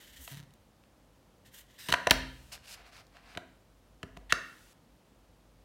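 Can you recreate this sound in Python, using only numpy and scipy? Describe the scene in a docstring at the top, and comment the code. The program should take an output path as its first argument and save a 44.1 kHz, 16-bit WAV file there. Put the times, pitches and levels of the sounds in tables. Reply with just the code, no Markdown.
"""An opened cardboard phone box stands on a desk in a small, quiet room with a low hum.
A hand slides a card sleeve about, fibres catching and juddering. The sleeve rasps over the rim and drops
on the box in a clatter of edge and face knocks that sets the desk booming. Fingertips stroke the sleeve
and draw it off again. The box is nudged twice, then a short scrape leads into one sharp click as the
phone snaps against its stiff tray. A faint hiss hangs on briefly after the loudest hits."""
import sys
import numpy as np
from scipy import signal
from scipy.fft import rfft, irfft
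from scipy.io import wavfile
from scipy.ndimage import uniform_filter1d

SR = 44100
rng = np.random.default_rng(int(sys.argv[2]) if len(sys.argv) > 2 else 0)


def wav_out(sig):
    """Save sig, one row per channel (or a flat mono array), as 16-bit PCM at SR to the path in sys.argv[1]."""
    wavfile.write(sys.argv[1], SR, np.round(np.clip(np.atleast_2d(sig).T, -1, 1) * 32767).astype(np.int16))


N = 248724
TIME = np.arange(N) / SR

# Card knocks on the box edge first, then settles on its face with a clack and a thud.
# Each row: start in seconds, edge level in dB, edge pitch in Hz, grind time in seconds, crack in dB,
# delay until it settles in seconds, face level in dB, face pitch in Hz, thud in dB.
CARD_HITS = [(0.2773, -38.5, 2300, .003, -54, 0.001505, -39, 1750, -61),
             (1.8868, -26.5, 2400, 0.0061, -31, 0.0027, -30.5, 1200, -35),
             (1.894, -29, 1800, .007, -32, 0.0018, -34, 700, -37),
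             (1.902, -28, 2100, 0.0087, -32, 0.0083, -45, 900, -37),
             (1.9252, -13, 2550, 0.0015, -23, .002, -32, 1700, -33),
             (1.938, -18.5, 740, .0005, -26, .002, -13.5, 1290, -41),
             (1.941, -24, 1800, .002, -33, .0024, -16.5, 1300, -41),
             (2.0702, -16.5, 720, .0007, -34, .0026, -13, 900, -34.5),
             (2.1094, -7, 4505, .0008, -14.5, .002, -13.5, 1500, -22),
             (2.1117, -12.5, 1450, .002, -23, .0033, -11.5, 1407, -31.5),
             (3.351, -39.5, 1600, 0.00299, -55, 0.013, -46.5, 620, -43),
             (3.3739, -28, 1050, .003, -35.5, .0012, -26.5, 640, -42.5),
             (4.0308, -31, 1613, .003, -37.5, .0046, -39.5, 700, -36),
             (4.168, -45, 1100, .003, -55, .0037, -41, 706, -42.5),
             (4.3239, -12.5, 3100, .001, -27.5, 0.0033, -26, 650, -35)]
# Weightless touches. Each row: start in seconds, level in dB, pitch in Hz, crack in dB.
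LIGHT_TOUCHES = [(0.507, -62.5, 2300, -63), (0.538, -62, 5200, -57), (0.838, -58, 2200, -65),
                 (1.9209, -28, 2700, -33), (2.0714, -18.5, 2700, -33), (2.0987, -29, 3000, -41),
                 (2.1183, -28.5, 2700, -34), (2.578, -50, 2700, -63), (3.068, -57.5, 3900, -65),
                 (3.169, -45, 1500, -59.5), (4.1721, -43.5, 1400, -44), (4.3261, -18, 3600, -38.5)]
# The phone hits its tray and rebounds. Each row: start in seconds, strength in dB.
PHONE_SNAPS = [(4.324, 0.5), (4.3258, -10)]

# How each body rings. Each row: pitch in Hz, relative level in dB, time to fall 60 dB in seconds.
BOX_MODES = [(354, -18.5, .03), (535, -15.5, .011), (670, -11, 0.028), (975.4, -15, 0.043),
             (1236, -15, 0.0051), (1430, -12.5, 0.0078), (1656, -15.5, .013), (1850, -14.5, 0.01),
             (2290, -12.5, 0.0049), (2679, -11, 0.007), (3030, -10, .007), (3710, -13, 0.0086),
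             (3930, -12, 0.0049), (5430, -18, 0.0046), (5900, -14, 0.0073), (8700, -18.5, 0.0052)]   # the box with its tray
THUD_MODES = [(74.2, -15, 0.022), (111, -6, 0.054), (176, -0.5, 0.047), (262, -18.5, 0.52),
              (308, -3.5, .035), (394.5, -4.5, 0.043)]   # the floor of the box on the desk
TRAY_MODES = [(1380, -15, 0.021), (1450, -16, .022), (1646, -22.5, 0.013), (1886, -11.5, 0.021),
              (2248, -16.5, 0.0098), (2757, -14, 0.0111), (3062, -11, 0.01), (3860, -18, .009),
              (5280, -20.5, .006), (6040, -17, 0.00695), (8300, -27, 0.0059)]   # the stiff tray
DESK_MODES = [(49.9, -36.5, 0.87), (68.5, -45.5, 1.5), (130, -44.5, 1.15)]   # the desk top

# Card and fingers rubbing. Each row: gesture, then start, attack, hold and release in seconds,
# then level and brightness in dB, both before the gesture's own trim.
RUBS = [("slide", 0.0, 0.0023, .16, 0.05, -60, -4.5), ("slide", 0.1595, 0.073, 0.049, 0.023, -58.5, 6.9),
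        ("slide", 0.287, 0.013, 0.019, 0.11, -53.5, -0.91), ("slide", 1.446, .018, .005, .035, -59.5, -3.5),
        ("slide", 1.505, .04, .05, .06, -59, .5), ("slide", 1.65, 0.094, .03, .04, -65, -7.5),
        ("rasp", 1.778, .016, .135, .025, -53, -2), ("stroke", 2.513, 0.016, 0.0035, 0.049, -50, 2),
        ("stroke", 2.615, 0.12, .008, 0.019, -51.5, 2), ("drag", 2.74, 0.023, 0.042, 0.062, -58.5, -18),
        ("drag", 2.84, .03, .015, 0.031, -59.5, -9.5), ("drag", 2.91, .015, 0.074, 0.038, -58, -8.5),
        ("drag", 3.115, 0.037, .025, 0.037, -61.5, -15.5), ("drag", 3.19, 0.11, 0.033, .06, -58.5, -12.5),
        ("scrape", 4.294, .006, .01, .018, -41.5, -17)]
# The tone of each gesture. Each row: frequency in Hz, relative noise density in dB.
SLIDE_COLOUR = [(590, -42), (1000, -14.5), (1310, -13.5), (1850, 1.5), (2470, -9), (3050, 0.5), (4840, -9),
                (7270, -6), (7880, -7), (10700, -9), (12300, -5), (15100, -9), (16000, -13.5)]   # card sliding on card
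RASP_COLOUR = [(530, -43), (900, -11), (1250, -15.5), (1830, 0), (2330, -9), (2960, -3), (3340, -7),
               (3860, 1), (4310, -10), (5040, -2.5), (7140, -13), (9090, -5), (10000, -16), (13700, -8.5),
               (16000, -20)]   # the sleeve's edge on the rim before it lands
STROKE_COLOUR = [(240, -39), (400, -15.5), (676, -2), (1090, -6), (1560, 0), (1990, -3.5), (2750, 3),
                 (3310, -3.5), (5030, -6), (5690, -13), (10700, -22), (11900, -21.5), (16000, -32)]   # fingertips skidding over the sleeve
DRAG_COLOUR = [(240, -51.5), (400, -24), (439, -3.5), (512, -23.5), (676, 1.5), (893, -9), (994, -4),
               (2550, -5), (3310, -10.5), (4650, -11.5), (6640, -25.5), (7870, -27), (16000, -39)]   # the sleeve drawn away over the rim
SCRAPE_COLOUR = [(410, -53), (700, -20.5), (1310, -14.5), (1920, 0.5), (2330, -14.5), (3160, -4.5),
                 (4380, -11.5), (4990, -26.5), (6070, -24.5), (16000, -37)]   # the lead-in to the click
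# The sleeve judders in short fits. Each row: start in seconds, hold in seconds, level in dB.
JUDDER_FITS = [(0.31, .03, -47), (0.365, 0.0026, -46), (0.389, 0.0055, -49), (0.422, .002, -52)]
# The hand leans on the desk. Each row: centre in seconds, pitch in Hz, level in dB, half-width in seconds.
HAND_PUSHES = [(0.205, 66, -48, .022), (0.2, 265, -57, .018)]

# The room's reverb. Each row: frequency in Hz, time to fall 60 dB in seconds, echo level in dB.
ROOM_DECAY = [(100, 0.76, -12), (298, 0.64, -4.5), (686, 0.35, -7), (1500, 0.57, -8.5), (3035, 0.58, -13.5),
              (6000, .4, -12), (14170, .24, -15)]
# The noise beds. Each row: frequency in Hz, relative noise density in dB.
AIR_COLOUR = [(15, -39.5), (25, -11.5), (53, -2), (76, -12), (92, -6), (127, -10), (263, -11), (416, -18),
              (516, -14), (714, -19), (840, -19.5), (2050, -29.5), (2910, -29.5), (12900, -39.5),
              (16000, -42)]   # still air
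HISS_COLOUR = [(300, -5.5), (1000, 0), (3000, 3), (8000, 1), (16000, -7.5)]   # microphone hiss
# The hum swells now and then. Each row: start, attack, hold and release in seconds, level in dB.
HUM_SWELLS = [(2.001, .6, 1.3, .3, -70), (4.04, .13, .14, .12, -56), (5.1, .4, .2, .2, -69)]


def clatter(face_grind_s=.001, face_crack_db=-22.5, touch_grind_s=.0018):
    """The edge strikes, then the face lands and thuds the box into the desk; light touches only tick."""
    lead = SR // 300   # samples of run-up before each peak
    knocks, thumps = np.zeros(N), np.zeros(N)
    for s, db, hz, grind_s, crack_db, settle_s, face_db, face_hz, thud_db in CARD_HITS:
        add(knocks, s - lead / SR, card_knock(db, hz, grind_s, crack_db, lead))
        face = card_knock(face_db, face_hz, face_grind_s, face_db + face_crack_db, lead)
        add(knocks, s + settle_s - lead / SR, face)
        add(thumps, s + settle_s, from_db([thud_db]))
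    for s, db, hz, crack_db in LIGHT_TOUCHES:
        add(knocks, s - lead / SR, card_knock(db, hz, touch_grind_s, crack_db, lead))
    return knocks + excite(thumps, ringing(THUD_MODES, TIME[:SR // 2], np.sin))


def card_knock(db, hz, grind_s, crack_db, lead, attack_db=7, grit_db=-14, rise_s=.00053, crack_t60=.014):
    """One contact rings the box in a band around its pitch and cracks at the edge."""
    t, modes = TIME[:SR // 16], np.array(BOX_MODES)
    before, after = np.maximum(t[lead] - t, 0), np.maximum(t - t[lead], 0)
    grit, crack_noise, chance = rng.standard_normal((3, len(t)))
    modes[:, 1] += 1.5 * chance[:len(modes)]   # where the blow falls favours some modes
    box = ringing(modes, t, np.cos)
    box[0] += from_db(attack_db)   # the contact itself is heard before the walls ring
    give = np.exp(-before / rise_s)   # card gives a little before it bears the load
    force = grit * from_db(grit_db) * give * np.exp(-after / grind_s)   # the edge grinds on for a moment
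    force[lead] = 1
    spread = 1.33 * (grind_s * 1000) ** .19   # longer contacts cover a wider band
    low_hz, high_hz = hz / spread, hz * spread
    knock = cut(cut(excite(force, box), low_hz, "high"), high_hz, "low")
    knock *= np.sqrt(SR / 1000) / np.linalg.norm(knock)   # the energy of 1 ms at full level
    crack = crack_noise * give * from_db(crack_db - 60 * after / crack_t60)
    crack = cut(crack, 2500, "high", order=1)
    crack = cut(crack, max(7500, 2.9 * high_hz), "low")   # harder contacts crack brighter
    return from_db(db) * knock + crack


def phone_snap(low_hz=1350, top_hz=8000):
    """The phone strikes the hard tray and rebounds so fast that it reads as one bright click."""
    tray, click = ringing(TRAY_MODES, TIME[:SR // 12], np.sin), np.zeros(N)
    for s, db in PHONE_SNAPS:
        add(click, s, from_db(db) * tray)
    return cut(cut(click + 1e-18, low_hz, "high", order=4), top_hz, "low", order=1)


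def rub(gesture, spectrum, gain_db, bright_db, grain_db, flutter_db, split_hz=6000):
    """Paper fibres catch and let go in dense, uneven grains; a quicker stroke is louder and brighter."""
    grip = from_db(grain_db * drift(1500) + flutter_db * drift(90))
    body = cut(colour(rng.standard_normal(N) * grip, spectrum), split_hz, "low")
    body /= np.std(cut(body, 1500, "high"))   # the upper mids set the level
    fizz = colour(rng.standard_normal(N) * grip, spectrum)
    fizz = rms_one(cut(fizz, split_hz, "high", order=3))
    out = np.zeros(N)
    for kind, s, attack_s, hold_s, release_s, db, fizz_db in RUBS:
        if kind == gesture:
            speed = envelope(s, attack_s, hold_s, release_s)
            loudness = from_db(db + gain_db) * speed ** .85
            brightness = from_db(fizz_db + bright_db) * speed ** .67
            out += loudness * (body + brightness * fizz)
    return out


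def sleeve_judder(slips_per_s=138, jitter=.066, panel_hz=150, panel_t60=.045, tick_db=-7):
    """Stick and slip: every slip flexes the card and leaves a tiny tick."""
    t = TIME[:SR // 8]
    slip_count = np.cumsum(slips_per_s * (1 + jitter * drift(100))) / SR
    slips = np.diff(np.floor(slip_count), prepend=0)
    flex = excite(slips, ringing([(panel_hz, 0, panel_t60)], t, np.sin))
    ticks = excite(slips * from_db(2.2 * drift(150.5)), ringing(BOX_MODES, t, np.cos))
    level = sum(from_db(db) * envelope(s, attack_s=.0068, hold_s=hold_s, release_s=.013)
                for s, hold_s, db in JUDDER_FITS)
    return level * (rms_one(cut(flex, 66, "high")) + from_db(tick_db) * rms_one(cut(ticks, 1100, "high")))


def desk_boom(landing_s=2.112):
    """The desk top booms on softly after the sleeve's full weight lands."""
    boom = np.zeros(N)
    add(boom, landing_s, ringing(DESK_MODES, TIME[:2 * SR], np.sin))
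    return boom


def hand_pushes():
    """Soft pressure on the desk makes a low swell with no click."""
    return sum(from_db(db) * np.exp(-((TIME - s) / width_s) ** 2) * np.sin(2 * np.pi * hz * TIME)
               for s, hz, db, width_s in HAND_PUSHES)


def room_reverb(x, first_echo_s=.0035, build_s=.0058):
    """Diffuse echoes die away in half-octave bands, the highest treble first."""
    t, edges_hz = TIME[:SR], 70 * 2 ** (np.arange(17) / 2)
    white, tail = rng.standard_normal((2, SR)), 0
    onset = np.clip((t - first_echo_s) / build_s, 0, 1)
    for k, band in enumerate(zip(edges_hz, edges_hz[1:])):
        hz = np.sqrt(band[0] * band[1])
        t60, db = at_hz(ROOM_DECAY, hz), at_hz(ROOM_DECAY, hz, column=2)
        fade = from_db(-60 * t / t60) * onset
        tail += from_db(db) * cut(white[k % 2], band, "band") * fade / np.linalg.norm(fade)
    return excite(x, tail)


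def room_tone(air_db=-63, hum_hz=49, hum_db=-75.5, waver=.22):
    """A bed of still air and a low hum that wavers and swells."""
    hum = np.sqrt(2) * np.sin(2 * np.pi * hum_hz * TIME + waver * drift(6))
    hum *= 1 + waver * drift(4.6)
    swells = sum(from_db(db) * envelope(*timing) for *timing, db in HUM_SWELLS)
    air = from_db(air_db) * colour(rng.standard_normal(N), AIR_COLOUR)
    return air + (from_db(hum_db) + swells) * hum


def suppressor_hiss(x, open_db=-27, hold_s=.402, hiss_db=-65):
    """A loud sound opens the noise suppressor, which lets hiss through until its hold runs out."""
    loud = uniform_filter1d(x ** 2, size=128) > from_db(open_db) ** 2
    last_loud_s = np.maximum.accumulate(np.where(loud, TIME, -1))
    is_open = TIME - last_loud_s < hold_s
    return is_open * from_db(hiss_db) * colour(rng.standard_normal(N), HISS_COLOUR)


def from_db(db):
    """Decibels to gain."""
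    return 10 ** (np.asarray(db) / 20)


def rms_one(x):
    """Scale to rms 1."""
    return x / np.sqrt(np.mean(x ** 2) + 1e-20)


def at_hz(points, hz, column=1):
    """Read a column of a table on a log-frequency axis."""
    points = np.array(points)
    return np.interp(np.log(np.maximum(hz, 1)), np.log(points[:, 0]), points[:, column])


def cut(x, hz, kind, order=2):
    """A high-, low- or band-pass filter."""
    return signal.sosfilt(signal.butter(order, np.clip(hz, 10, .45 * SR), kind, fs=SR, output="sos"), x)


def colour(x, spectrum):
    """Shape a noise with an EQ curve; rms 1."""
    gain = from_db(at_hz(spectrum, np.fft.rfftfreq(N, 1 / SR)))
    return rms_one(irfft(rfft(x) * gain, N))


def drift(rate):
    """A modulator gliding to a new random value `rate` times a second."""
    knots = rng.standard_normal(int(rate * N / SR) + 2)
    return np.interp(TIME * rate, np.arange(len(knots)), knots)


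def envelope(s, attack_s, hold_s, release_s):
    """Rise from 0 to 1, hold, fall back."""
    return np.interp(TIME, s + np.cumsum([0, attack_s, hold_s, release_s]), [0, 1, 1, 0])


def ringing(modes, t, wave):
    """A body's answer to one tap: a sum of dying waves."""
    return sum(from_db(db - 60 * t / t60) * wave(2 * np.pi * hz * t) for hz, db, t60 in modes)


def excite(x, response):
    """Play a signal through an impulse response, keeping its length."""
    return signal.fftconvolve(x, response)[:len(x)]


def add(track, s, sound):
    """Mix a sound in at `s` seconds."""
    start = int(round(s * SR))
    track[start:start + len(sound)] += sound[:N - start]


def scene():
    """Close-up handling in mono, with the room behind it."""
    slides = rub("slide", SLIDE_COLOUR, gain_db=-0.5, bright_db=0.8, grain_db=1.0, flutter_db=2.5)
    rasp = rub("rasp", RASP_COLOUR, gain_db=0.8, bright_db=0.0, grain_db=0.5, flutter_db=2.0)
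    strokes = rub("stroke", STROKE_COLOUR, gain_db=-0.5, bright_db=3.0, grain_db=2.5, flutter_db=1.7)
    drag = rub("drag", DRAG_COLOUR, gain_db=-1.6, bright_db=6.0, grain_db=2.0, flutter_db=1.1)
    scrape = rub("scrape", SCRAPE_COLOUR, gain_db=1.4, bright_db=3.5, grain_db=3.5, flutter_db=1.5)
    rubbing = slides + rasp + strokes + drag + scrape
    near = clatter() + phone_snap() + rubbing + sleeve_judder() + hand_pushes()
    return (near + room_reverb(near) + desk_boom() + room_tone())[None]


def record(dry, low_hz=42, top_hz=16000):
    """The microphone drops the deepest bass, hiss follows loud knocks, peaks clip and the top is cut."""
    x = np.clip(cut(dry, low_hz, "high", order=8) + suppressor_hiss(dry[0]), -.9, .9)
    return signal.sosfilt(signal.ellip(14, .1, 100, top_hz, fs=SR, output="sos"), x)


dry = scene()
out = record(dry)
wav_out(out)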